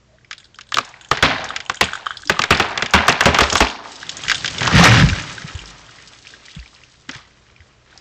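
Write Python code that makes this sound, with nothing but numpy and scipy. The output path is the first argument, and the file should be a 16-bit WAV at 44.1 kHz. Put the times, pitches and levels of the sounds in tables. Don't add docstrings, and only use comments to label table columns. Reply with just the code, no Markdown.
import sys
import numpy as np
from scipy import signal
from scipy.fft import rfft, irfft, next_fast_len
from scipy.io import wavfile
from scipy.ndimage import uniform_filter1d, map_coordinates

SR = 44100
rng = np.random.default_rng(int(sys.argv[2]) if len(sys.argv) > 2 else 0)


def magnitude_from_level(level_db):
    exponent = np.asarray(level_db, float) / 20
    return 10 ** exponent


def int16_out(signal):
    q = np.round(np.clip(np.atleast_2d(signal).T, -1, 1) * 32767)
    wavfile.write(sys.argv[1], SR, q.astype(np.int16))


N = 352932
PARTS_S, LANDS_S = 3.4, 4.8
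RAKE_START_S, RAKE_END_S = 3.837, 4.6
KNOCK_CYCLES, KNOCK_DB = 0.66, 4.5


def unit(x):
    return x / np.sqrt(np.mean(x ** 2, axis=-1, keepdims=True) + 1e-20)


def peak(rows, db):
    return magnitude_from_level(db) * rows / np.abs(rows).max(1, keepdims=True)


def along(points, hz):
    f, v = np.transpose(points)
    return np.interp(np.log(hz + 1), np.log(f + 1), v)


def curves(rows):
    s, *columns = np.transpose(rows)
    t = np.arange(N) / SR
    return [np.interp(t, s, column, left=-120, right=-120) for column in columns]


def modes(rows, f):
    return sum((-1) ** k * magnitude_from_level(db) * 1j * f * width / (hz * hz - f * f + 1j * f * width)
               for k, (hz, width, db) in enumerate(rows))


def causal(gain):
    cepstrum = irfft(np.log(np.maximum(gain, 1e-6)))
    half = cepstrum.shape[-1] // 2
    cepstrum[..., 1:half] *= 2
    cepstrum[..., half + 1:] = 0
    return np.exp(rfft(cepstrum))


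def filtered(x, response):
    size = next_fast_len(x.shape[-1] + 8192)
    return irfft(rfft(x, size) * response(np.fft.rfftfreq(size, 1 / SR)), size)[..., :x.shape[-1]]


def wobble(rate):
    knots = rng.standard_normal(int(N * rate / SR) + 4)
    return map_coordinates(knots, [np.arange(N) * rate / SR], order=2)


def crackle(spectrum, per_s, spread_db, life_ms, noise_share, count=5):
    sizes = magnitude_from_level(spread_db * np.minimum(rng.exponential(size=(count, N)), 3))
    starts = sizes * (rng.random((count, N)) < per_s / SR)
    grains = unit(signal.lfilter([1], [1, -np.exp(-1000 / (SR * life_ms))], starts))
    bed = np.clip(noise_share, 0, 1)
    patches = magnitude_from_level(2.4 * np.array([wobble(24) for _ in range(count)]))
    mix = patches * np.sqrt((1 - bed) * grains ** 2 + bed) * rng.standard_normal((count, N))
    centres = np.geomspace(250, 7500, count)[:, None]

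    def pitch_ranges(f):
        return np.exp(-(np.log((f + 1) / centres) / (2.7 / (count - 1))) ** 2)

    return unit(filtered(mix, lambda f: magnitude_from_level(along(spectrum, f)) * pitch_ranges(f)).sum(0))


def placed(rows, seconds, count):
    at = np.round(seconds * SR).astype(int)[:, None] + np.arange(rows.shape[1])
    track = (np.arange(len(rows)) % count)[:, None] * 2 * N
    return np.bincount((at + track).ravel(), rows.ravel(), count * 2 * N).reshape(count, -1)[:, :N]


def floor_path(x):
    share = 0.6
    return (x + share * np.roll(x, round(0.0006 * SR), -1)) / np.hypot(1, share)


def knock(hz, t, cycles):
    u = t * hz / cycles
    blow = np.sin(2 * np.pi * hz * t) * u ** 2 * np.exp(-u)
    return blow + magnitude_from_level(-6.5) * np.roll(blow, round(0.002548 * SR), 1)


# frequency in Hz, t60 in seconds.
WOODS_DECAY = [(80, 0.75), (300, 0.79), (1000, 0.86), (2800, 0.5), (4500, 0.65), (8000, 0.45)]


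def woods(tracks):
    hz, t, z = signal.stft(rng.standard_normal((len(tracks), SR)), SR, nperseg=256)
    lumps = uniform_filter1d(rng.standard_normal(z.shape), size=24, axis=1) * np.sqrt(24)
    decay = magnitude_from_level(-60 * t / along(WOODS_DECAY, hz)[:, None])
    tail = signal.istft(z * magnitude_from_level(3.4 * lumps) * decay, SR, nperseg=256)[1][:, :SR]
    t = np.arange(SR) / SR
    tail = tail * (1 - np.exp(-t / 0.00095)) * (1 + 1.2 * np.exp(-t / 0.03))
    tail = tail / np.linalg.norm(tail, axis=1, keepdims=True)
    return signal.fftconvolve(tracks, tail, axes=1)[:, :N].sum(0)


# frequency in Hz, level in dB per Hz.
HUSH_SPECTRUM = [(12, -42), (20, 3.5), (128, 6.5), (179, -0.5), (214, -12.5), (297, -2), (592, -5.5),
                 (824, -10.5), (1010, -8), (7360, -18.5), (8150, -27), (8800, -49), (11400, -65.5),
                 (19400, -120)]
# frequency in Hz, rms level in dB.
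HUM_TONES = [(60, -64.5), (120, -65.5), (210, -68.5)]
# start in seconds, end in seconds, pitch in Hz, level in dB.
FIRST_CREAK = (.08, .17, 625, -52)


def background():
    t = np.arange(N) / SR
    hiss = unit(filtered(rng.standard_normal(N), lambda f: magnitude_from_level(along(HUSH_SPECTRUM, f))))
    hum = sum(np.sqrt(2) * magnitude_from_level(db + 1.6 * wobble(8.7)) * np.sin(2 * np.pi * hz * t) for hz, db in HUM_TONES)
    start, end, hz, db = FIRST_CREAK
    gate = np.sin(np.pi * np.clip((t - start) / (end - start), 0, 1))
    creak = unit(filtered(rng.standard_normal(N), lambda f: modes([(hz, 45, 0)], f) ** 2))
    hiss_db = -56 + 1.2 * wobble(1)
    return magnitude_from_level(hiss_db) * hiss + hum + magnitude_from_level(db) * gate * creak


# time in seconds, level in dB.
HINGE_LOAD = [
    (0.7, -49),
    (1.2, -56),
    (1.75, -50),
    (2.0, -55),
    (2.25, -44.5),
    (2.9, -49),
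    (3.1, -54.5),
    (3.5, -24),
    (3.75, -57.5),
]


def straining():
    thin_fizz = [(1500, -27), (3000, -8), (6500, -6.5), (8500, -8)]  # Hz, dB per Hz
    fizz = crackle(thin_fizz, 54, 8.5, life_ms=2.3, noise_share=0.32, count=2)
    return magnitude_from_level(curves(HINGE_LOAD)[0]) * fizz


# time in seconds, force in dB.
CROWN_SMASH = [
    (4.56, -53.5),
    (4.62, -20.5),
    (4.7, -20.5),
    (4.76, -12.5),
    (4.82, -10.5),
    (4.858, -4),
    (4.9, -15.5),
    (4.99, -13.5),
    (5.04, -26),
]
# centre in seconds, level in dB, half length in seconds, treble share in dB.
LEAF_SHAKES = [
    (4.318, -41, 0.034, 16.5),
    (6.48, -52, 0.58, 9.5),
    (7.148, -44.5, 0.037, -8),
    (7.6, -60.5, 0.23, -19),
    (8, -50.5, 0.11, -3.5),
]


def shaking():
    t = np.arange(N) / SR
    rake = magnitude_from_level(-42.5 + 12.5 * (t - RAKE_START_S)) * (t > RAKE_START_S) * (t < RAKE_END_S)
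    smash = magnitude_from_level(curves(CROWN_SMASH)[0])
    end_s, end_db = CROWN_SMASH[-1]
    settle = magnitude_from_level(end_db - 26 * (t - end_s)) * (t > end_s)
    twigs = rake + smash + settle
    leaves = magnitude_from_level(5) * rake + magnitude_from_level(1.5) * settle + np.minimum(smash, magnitude_from_level(-30.5))
    for s, db, half_s, treble_db in LEAF_SHAKES:
        shake = magnitude_from_level(db) * np.exp(-np.abs((t - s) / half_s) ** np.where(t < s, 2, 1))
        twigs = twigs + shake
        leaves = leaves + magnitude_from_level(treble_db) * shake
    return twigs, leaves


# frequency in Hz, level in dB per Hz.
TWIG_SPECTRUM = [(150, -43.5), (250, -4.5), (580, -6), (662, -6), (889, -8), (1050, -5.5), (1210, -4),
                 (1940, -4), (6050, -16.5), (8500, -34), (11000, -62.5), (18700, -120)]


def crown():
    t = np.arange(N) / SR
    force, leaves = shaking()
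    twigs = crackle(TWIG_SPECTRUM, 170, 4.4, life_ms=2.6, noise_share=0.5, count=4)
    leaf_spectrum = [(1500, -39), (3000, -5.5), (5000, -7.0), (8000, -13.5)]  # Hz, dB per Hz
    fizz = crackle(leaf_spectrum, 220, 5.4, life_ms=3.4, noise_share=0.3, count=3)
    dull = filtered(twigs, lambda f: 1 / (1 + (f / 950) ** 6))
    heavy = np.clip((20 * np.log10(force) + 42.5) / 30, 0.2, 1.1)
    rake_body = 0.98 * (t < 4.7)
    heavy = np.maximum(heavy, np.where(t > RAKE_END_S, 0.82, rake_body))
    twigs = twigs + (heavy - 1) * dull
    near = force * twigs + magnitude_from_level(-6.0) * leaves * fizz
    return near + magnitude_from_level(-10.5) * woods(near[None])


# start in
# seconds, peak level in dB, pitch in Hz, t60 in seconds.
LOW_THUDS = [(1.817, -17.5, 78, 0.17), (1.822, -20, 186, 0.17), (2.305, -18.5, 165, 0.12),
             (2.256, -29.5, 294, 0.12), (2.512, -11, 75.7, 0.11), (2.941, -7, 77, 0.22),
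             (4.278, -23, 140, 0.03), (4.27, -29, 45.2, 0.4), (4.354, -31, 110, 0.097),
             (3.26, -7.5, 77.5, 0.21), (3.408, -10.5, 69, 0.24), (3.613, -3, 59.5, 0.096),
             (4.612, -15, 151, 0.048), (4.672, -19.5, 79.5, 0.069), (4.738, -4, 158.8, 0.28),
             (4.75, -7, 196.5, 0.14), (4.944, -12, 158, 0.14), (4.782, 0, 170.5, 0.29),
             (4.884, 2.5, 116, 0.24), (5.012, 2.5, 137, 0.057), (5.028, -5, 52.6, 0.35),
             (5.117, -1.5, 87.5, 0.052), (5.198, -19, 100, 0.097), (5.446, -13.5, 155, 0.029),
             (5.55, -11, 80, 0.046), (5.6, -28.5, 51, 0.59), (6.567, -17, 154, 0.034),
             (6.582, -19.5, 58, 0.14), (7.09, -20.5, 260, 0.038), (7.157, -23.5, 122, 0.042),
             (7.597, -31, 81, 0.1)]


def thuds():
    s, db, hz, t60 = np.array(LOW_THUDS).T[:, :, None]
    t = np.arange(SR // 2) / SR
    swing = np.sin(2 * np.pi * hz * t) * magnitude_from_level(-60 * t / t60) * (1 - np.exp(-t / 0.01)) ** 2
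    return placed(peak(swing, db - 8.5), s[:, 0] - 0.003, count=1)[0]


# time in seconds, level in dB.
TRUNK_FORCE = [
    (4.0, -50),
    (4.58, -36.5),
    (4.63, -26.5),
    (4.72, -26.5),
    (4.75, -7),
    (4.85, -20),
    (5.04, -8.5),
    (5.16, -39),
    (6.1, -60.5),
]
# frequency in Hz, width in Hz, level in dB.
LOG_MODES = [(81.5, 40, -10.5), (116, 11, -3.5), (146, 26, -5.5), (191, 18, -6), (223.5, 45, -14.5)]


def impact():
    lumps = magnitude_from_level(1.4 * wobble(30)) * rng.standard_normal(N)
    ringing = filtered(lumps, lambda f: modes(LOG_MODES, f) / (1 + (f / 350) ** 4))
    near = magnitude_from_level(curves(TRUNK_FORCE)[0]) * unit(ringing)
    return near + magnitude_from_level(-12.5) * woods(near[None])


# frequency in Hz, width in Hz, level in dB.
TICK_MODES = [(1550, 170, -1), (3300, 800, -4.5)]
# start in seconds, peak level in dB, ring pitch in Hz. Single hinge
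HINGE_TICKS = [(0.185, -41, 1670), (0.402, -35.5, 3230), (0.455, -35.5, 4050), (0.558, -34.5, 4870),
               (0.691, -33, 3700), (0.85, -25, 6130), (0.892, -32, 6100), (1.088, -33, 6560),
               (2.146, -32, 1560), (2.893, -30.5, 1570), (2.549, -10, 4100), (2.573, -12, 4830),
               (2.909, -19, 6270),
               (0.247, -35.5, 2170), (0.381, -26.5, 3930), (0.444, -33, 4450), (0.545, -33, 3150),
                (0.941, -25.5, 2100), (1.0114, -26, 3200), (1.048, -27, 3070), (1.19, -16.5, 1880),
                (1.4434, -17.5, 5900), (1.49, -19.5, 3590), (1.505, -12, 1360), (1.6627, -23.5, 2985),
                (1.745, -22, 1680), (1.771, -23, 3160), (1.8875, -16.5, 1490), (1.9335, -11.5, 1460),
                (1.9537, -14.5, 1430), (1.934, -18, 3300), (1.955, -20, 3300), (2.06, -18, 1530),
                (2.0605, -26, 3200), (2.0667, -6.5, 1320), (2.107, -11.5, 1420), (2.118, -23.5, 1560),
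                (2.1712, -16, 4270), (2.2342, -25.5, 1550), (2.2738, -16, 5150), (2.369, -19, 1240),
                (2.8053, -17.5, 1374), (3.07, -19.5, 5860), (3.0942, -4.5, 5600), (3.5695, -6.5, 6000),
                (3.582, -7.5, 3580), (3.67, -10.5, 2560), (3.627, -8, 2410), (3.646, -9, 975),
                (3.685, -17, 4250), (3.7, -14, 2880), (3.711, -23, 4440)]
TWIGS = [(4.0301, -19.5, 1650), (4.0675, -25, 3300), (4.17, -13, 6700), (4.2372, -16.5, 3180),
         (4.5446, -35, 3280), (4.9873, -8, 3480), (5.024, -7, 1740), (5.1307, -14, 1560),
         (5.2227, -21, 6400), (5.238, -21, 1430), (5.3806, -20, 1580), (5.591, -20, 2960),
         (5.658, -24.5, 5200), (5.9852, -30.5, 1910), (6.075, -27.5, 4630), (6.135, -29, 3320),
         (6.27, -25, 2530), (6.338, -28, 1680), (6.483, -29, 1980), (6.551, -26.5, 3400),
         (6.592, -31, 2660), (6.66, -31, 2370), (6.75, -32, 4250), (6.8366, -30.5, 2660),
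         (7.5632, -35.5, 2400), (7.605, -36, 1970), (7.927, -39, 1500), (7.957, -42, 785),
         (7.977, -24.5, 5200)]
FURTHER_TICKS = [(0.211, -49, 1740), (0.407, -37, 3200), (0.431, -42, 2090), (0.669, -43, 3470),
                 (0.7575, -16.5, 3300), (0.7665, -26, 3500), (1.059, -38, 1710), (2.096, -37, 6840),
                 (2.157, -32, 1590), (2.195, -34.5, 1390), (2.209, -34, 6000), (2.225, -36, 1570),
                 (1.745, -20, 6050), (1.756, -24, 6960), (1.841, -7.5, 3340), (3.5287, -2.5, 5800),
                 (3.5508, -13, 3300), (3.513, -16.5, 5950), (3.119, -19.5, 6950), (3.237, -15.5, 6000),
                 (3.023, -26, 5200), (4.504, -22.5, 2640), (4.548, -23, 3000), (4.251, -22.5, 1700),
                 (1.455, -34, 6000), (7.147, -30, 1960), (7.182, -33, 2090), (7.165, -29, 3400),
                 (3.76, -25.5, 2520), (3.922, -43, 6870), (3.963, -25, 5300), (4.254, -21.5, 3100),
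                 (4.266, -21.5, 1730), (4.305, -9.5, 4870), (4.31, -8.5, 2170), (4.324, -13, 2900),
                 (4.355, -10.5, 3520), (4.38, -21, 2940), (4.53, -27.5, 3300), (4.6, -25, 3300),
                 (4.619, -17, 1590), (4.653, -13.5, 6500), (4.661, -7, 1700), (4.749, -9, 1995),
                 (7.113, -23, 5450), (7.132, -31, 1600), (7.19, -41.5, 1200), (7.237, -44, 1240),
                 (7.252, -41, 2050), (7.309, -42.5, 2140)]
LANDING_LIMBS = [(4.811, -2, 1060), (4.83, -3.5, 735), (4.838, -8, 1620), (4.848, -2.5, 1964),
                 (4.857, -5, 1366), (4.868, -1, 2340), (4.884, -2.5, 2430), (4.92, -8.5, 1603),
                 (4.957, -17, 1480), (4.971, -6.5, 1710), (4.998, -4.5, 1723), (5.099, -8.5, 2520),
                 (5.3245, -37, 1550)]
BARK_PATTER = [(5.4197, -24, 1770), (5.552, -25, 3200), (5.576, -30, 6500), (5.6153, -28, 2430),
               (5.701, -35, 6460), (5.7889, -37, 2540), (5.8652, -34, 3300), (5.8922, -33, 1430),
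               (6.258, -38, 4680), (6.3067, -37, 4500), (6.4549, -36, 2390), (6.558, -34, 3070),
               (6.599, -30, 4500), (6.627, -34, 1910), (6.762, -36, 2630), (6.8156, -38, 2140),
               (7.58, -44, 2190), (7.62, -44, 1700), (7.205, -38, 1310), (7.22, -42, 2100),
               (7.275, -44, 1300)]


def ticks():
    pieces = HINGE_TICKS + TWIGS + FURTHER_TICKS + LANDING_LIMBS + BARK_PATTER
    s, db, hz = np.array(pieces).T[:, :, None]
    fallen, low = s > LANDS_S, hz < 3000
    t, f = np.arange(2048) / SR, np.fft.rfftfreq(2048, 1 / SR)
    decay = magnitude_from_level(-60 * t / 0.0066) + 0.22 * magnitude_from_level(-60 * t / 0.067)
    burst = rng.standard_normal((len(s), len(t))) * decay * (1 - np.exp(-t / 0.0008))
    overtone_db = -7 - 1.5 * np.log2(hz / 2000) + fallen
    lean = (1j * f / (0.29 * hz + 1j * f)) ** 2
    body = modes([(hz, 0.14 * hz, 0), (2.3 * hz, 0.26 * hz, overtone_db)], f)
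    body = body + modes(TICK_MODES, f) * np.where(fallen, 0.3, 0.7)
    rattle_db = -6 * (~fallen & (s < LANDS_S) & low) - 2 * fallen - 3.5
    rattle = peak(irfft(rfft(burst) * body * lean), rattle_db)
    cycles = np.where(low, np.where(fallen, 1.2, 0.85), KNOCK_CYCLES)
    blow = peak(knock(hz, t, cycles), KNOCK_DB - 5.5)
    click = peak(floor_path(rattle) + blow, db)
    echoed = peak(rattle + 0.3 * peak(click, 0), db - 3.5)
    near = placed(click, s[:, 0] - 0.0005, count=1)[0]
    return near + magnitude_from_level(-12) * woods(placed(echoed, s[:, 0], count=2))


# start in seconds, peak level in dB, ring
# pitch in Hz, depth in dB (how much of the break reaches trunk and woods), extra trunk boom in dB.
DEEP_CRACKS = [(0.744, 0.5, 3630, -31.5, 2), (0.771, -3.5, 1324, -22, 3), (0.785, -1, 1300, -21.5, 2.5),
               (1.114, 0.5, 1203, -12, 1.6), (1.226, 0, 1510, -1.7, -0.6), (1.698, -3, 1347, -20, 2.5),
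               (1.811, 2.5, 2127, -15, 1.5), (2.297, 2, 1580, -15.5, 4.5), (2.393, -0.5, 1204, -21.5, 6),
               (2.419, -4.5, 2840, -12.5, -6), (2.439, -2, 1620, -21, 2.5), (2.507, 3, 1417, -8, 1.3),
               (2.599, 0, 1235, -6.5, 0), (2.776, -6.5, 1960, -12, -4), (2.824, -3.5, 2200, -15, 4.2),
               (2.937, 2.5, 1233, -2, -8), (3.082, 3, 1229, -9.5, -1.1), (3.125, -3.5, 3980, -28, 9.5),
               (3.208, 1.5, 1470, -9.5, -6), (3.257, 2, 1417, -6.5, 6), (3.346, -2.5, 2240, -4.5, -9),
               (3.387, 1.5, 1260, -11, 3), (3.408, 2, 1125, -8, 0), (3.438, -3.5, 1260, -15.5, -13.5),
               (3.525, -10.5, 1380, -14.5, 14), (3.555, 1.5, 1120, -13.5, -1.5), (3.605, 3, 906, -9.5, 2.5),
               (7.093, -15, 1920, -14, -2), (7.15, -23.5, 1900, -7.5, -7)]
# frequency in Hz, level in dB per Hz.
SPLINTER_SPECTRUM = [(100, -17.5), (300, -20), (800, -5), (1350, -6.5), (3500, -4.5), (6800, -6.5),
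                     (9000, -23)]
# frequency in Hz, width in Hz, level in dB.
TRUNK_MODES = [(800, 260, 2), (1200, 380, 6), (1620, 380, 4), (3300, 700, -2)]


def tearing():
    s, db, _, depth_db, _ = np.transpose(DEEP_CRACKS)
    u = np.arange(SR) / SR / 0.13
    swell = magnitude_from_level(2 * (db + depth_db - 26))[:, None] * (u * np.exp(1 - u)) ** 4
    holding = 1 / (1 + np.exp(np.clip((np.arange(N) / SR - PARTS_S) / 0.016, -50, 50)))
    splinters = crackle(SPLINTER_SPECTRUM, 130, 2.4, life_ms=1.7, noise_share=0.25)
    splinters = filtered(splinters, lambda f: (1 + 0.59 * modes(TRUNK_MODES, f)) / (1 + (f / 3580) ** 4))
    return holding * np.sqrt(placed(swell, s, count=1)[0]) * unit(splinters)


# start in seconds, peak level in dB,
# ring pitch in Hz.
SHALLOW_SNAPS = [(0.3117, -15, 1710), (0.33, -19, 2530), (0.588, -23.5, 1370), (0.611, -22, 3070),
                 (0.722, -12, 1260), (1.173, -11.5, 1760), (1.563, -8, 2140), (1.604, -15, 2000),
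                 (2.861, -10.5, 2160), (3.5008, -6, 3330), (4.094, -8.5, 3900), (4.248, -23.5, 1770),
                 (4.283, -6.5, 2120), (4.298, -2, 1880), (4.316, -1.5, 1540), (4.346, -7.5, 3510),
                 (4.446, -7.5, 1660), (4.459, -5.5, 3340), (4.479, -9, 2920), (4.583, -11.5, 3180),
                 (4.609, -9.5, 2110), (4.631, -8, 2800), (4.672, -4, 3000), (4.677, -3.5, 1040),
                 (4.712, -13.5, 1940), (4.728, -12, 2480), (5.089, -8.5, 2550)]


def breaks():
    shallow = [row + (-21.5, -13) for row in SHALLOW_SNAPS]
    s, db, hz, depth_db, extra_db = np.transpose(DEEP_CRACKS + shallow)
    deep = np.arange(len(s)) < len(DEEP_CRACKS)
    boom_db = 0.99 * depth_db + 0.5 + extra_db
    burst_ms = np.where(deep, 33.4 + 0.33 * depth_db, 45)
    cut_hz = np.where(deep, 1, 0.51 * hz)
    true_db = db + 0.75 * np.maximum(db, 0)
    return np.array([s, true_db, hz, boom_db, depth_db, burst_ms, cut_hz])[:, :, None]


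# frequency in Hz, level in dB per Hz.
CRACK_SPECTRUM = [(200, -50.5), (400, -13.5), (1100, -7.5), (2800, -1), (4800, -2.5), (7200, -8.5),
                  (9000, -39.5)]
# frequency in Hz, width in Hz, level in dB.
BOOM_MODES = [(126.3, 129, -8), (250, 23, -5), (426, 250, -9)]


def snaps():
    s, db, hz, boom_db, echo_db, burst_ms, cut_hz = breaks()
    t, f = np.arange(8192) / SR, np.fft.rfftfreq(8192, 1 / SR)
    chance = rng.standard_normal((len(s), 2, len(t)))
    run = t / np.clip(burst_ms / 1000, 0.003, 0.08)
    burst = chance[:, 0] * (magnitude_from_level(-200 * run ** 2) + 0.5 * magnitude_from_level(-45 * run)) * (1 - np.exp(-t / 0.001))
    lean = (1j * f / (cut_hz + 1j * f)) ** 3
    broad = causal(magnitude_from_level(along(CRACK_SPECTRUM, f)))
    trunk = modes(TRUNK_MODES, f * np.exp(0.12 * chance[:, 1, :1]))
    colour = broad * (0.24 + modes([(hz, hz, 7)], f)) + 0.96 * trunk
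    rip = peak(irfft(rfft(burst) * lean * colour), 1.5 + 0.3 * echo_db)
    rip = np.where(cut_hz > 1, floor_path(rip), rip)
    dull = irfft(rfft(rip) / (1 + 1j * f / 3000) ** 2)
    rip = dull + (rip - dull) * np.exp(-t / 0.014)
    blow = peak(knock(hz, t, KNOCK_CYCLES), KNOCK_DB - 8)
    click = peak(irfft(lean * broad), -0.46)
    crack = peak(rip + blow + click, db + 0.5)
    lead_s = t[2048]
    lead = chance[:, 1, :2049] * np.exp((t[:2049] - lead_s) / 0.0022)
    lead = peak(lead, np.minimum(db, 0) - 13.5)
    push = chance[:, 1] * magnitude_from_level(-60 * t / 0.096) * (1 - np.exp(-t / 0.0014))
    boom = irfft(rfft(push) * modes(BOOM_MODES, f)) * np.clip((t[-1] - t) / 0.05, 0, 1)
    boom = peak(boom, db + boom_db - 0.5)
    hump = causal(magnitude_from_level(along(SPLINTER_SPECTRUM, f))) * (0.5 + modes([(hz, 1.6 * hz, 0)], f))
    top_hz = 5600 * np.exp(-0.17 * s * (s < PARTS_S))
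    spread = irfft(lean * hump * causal(0.14 + 1 / (1 + (f / top_hz) ** 6)))
    strength = np.linalg.norm(crack, axis=1, keepdims=True) / np.linalg.norm(spread, axis=1, keepdims=True)
    near = crack + magnitude_from_level(-22.0) * np.roll(crack, round(0.02 * SR), 1) + boom
    far = magnitude_from_level(np.minimum(echo_db, -1.5) + 4.5) * (strength * spread + 0.5 * boom)
    direct = placed(near, s[:, 0] - 0.0003, count=1)[0] + placed(lead, s[:, 0] - lead_s, count=1)[0]
    return direct + woods(placed(far, s[:, 0], count=5))


def scene():
    ground = thuds() + impact()
    hinge = straining() + ticks() + tearing() + snaps()
    return (background() + crown() + ground + hinge)[None]


def low_pass(x):
    return signal.sosfilt(signal.butter(12, 16960, fs=SR, output="sos"), x)


def record(dry):
    x = filtered(dry, lambda f: 1 / (1 + (f / 8200) ** 40) / (1 + (22 / (f + 1)) ** 3))
    x = x / (1 + np.abs(x / 0.7) ** 10) ** (1 / 10)
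    x = filtered(x, lambda f: (1 - 0.3 / (1 + (9000 / (f + 1)) ** 30)) / (1 + (f / 15700) ** 40))
    return low_pass(x)


dry = scene()
out = record(dry)
int16_out(out)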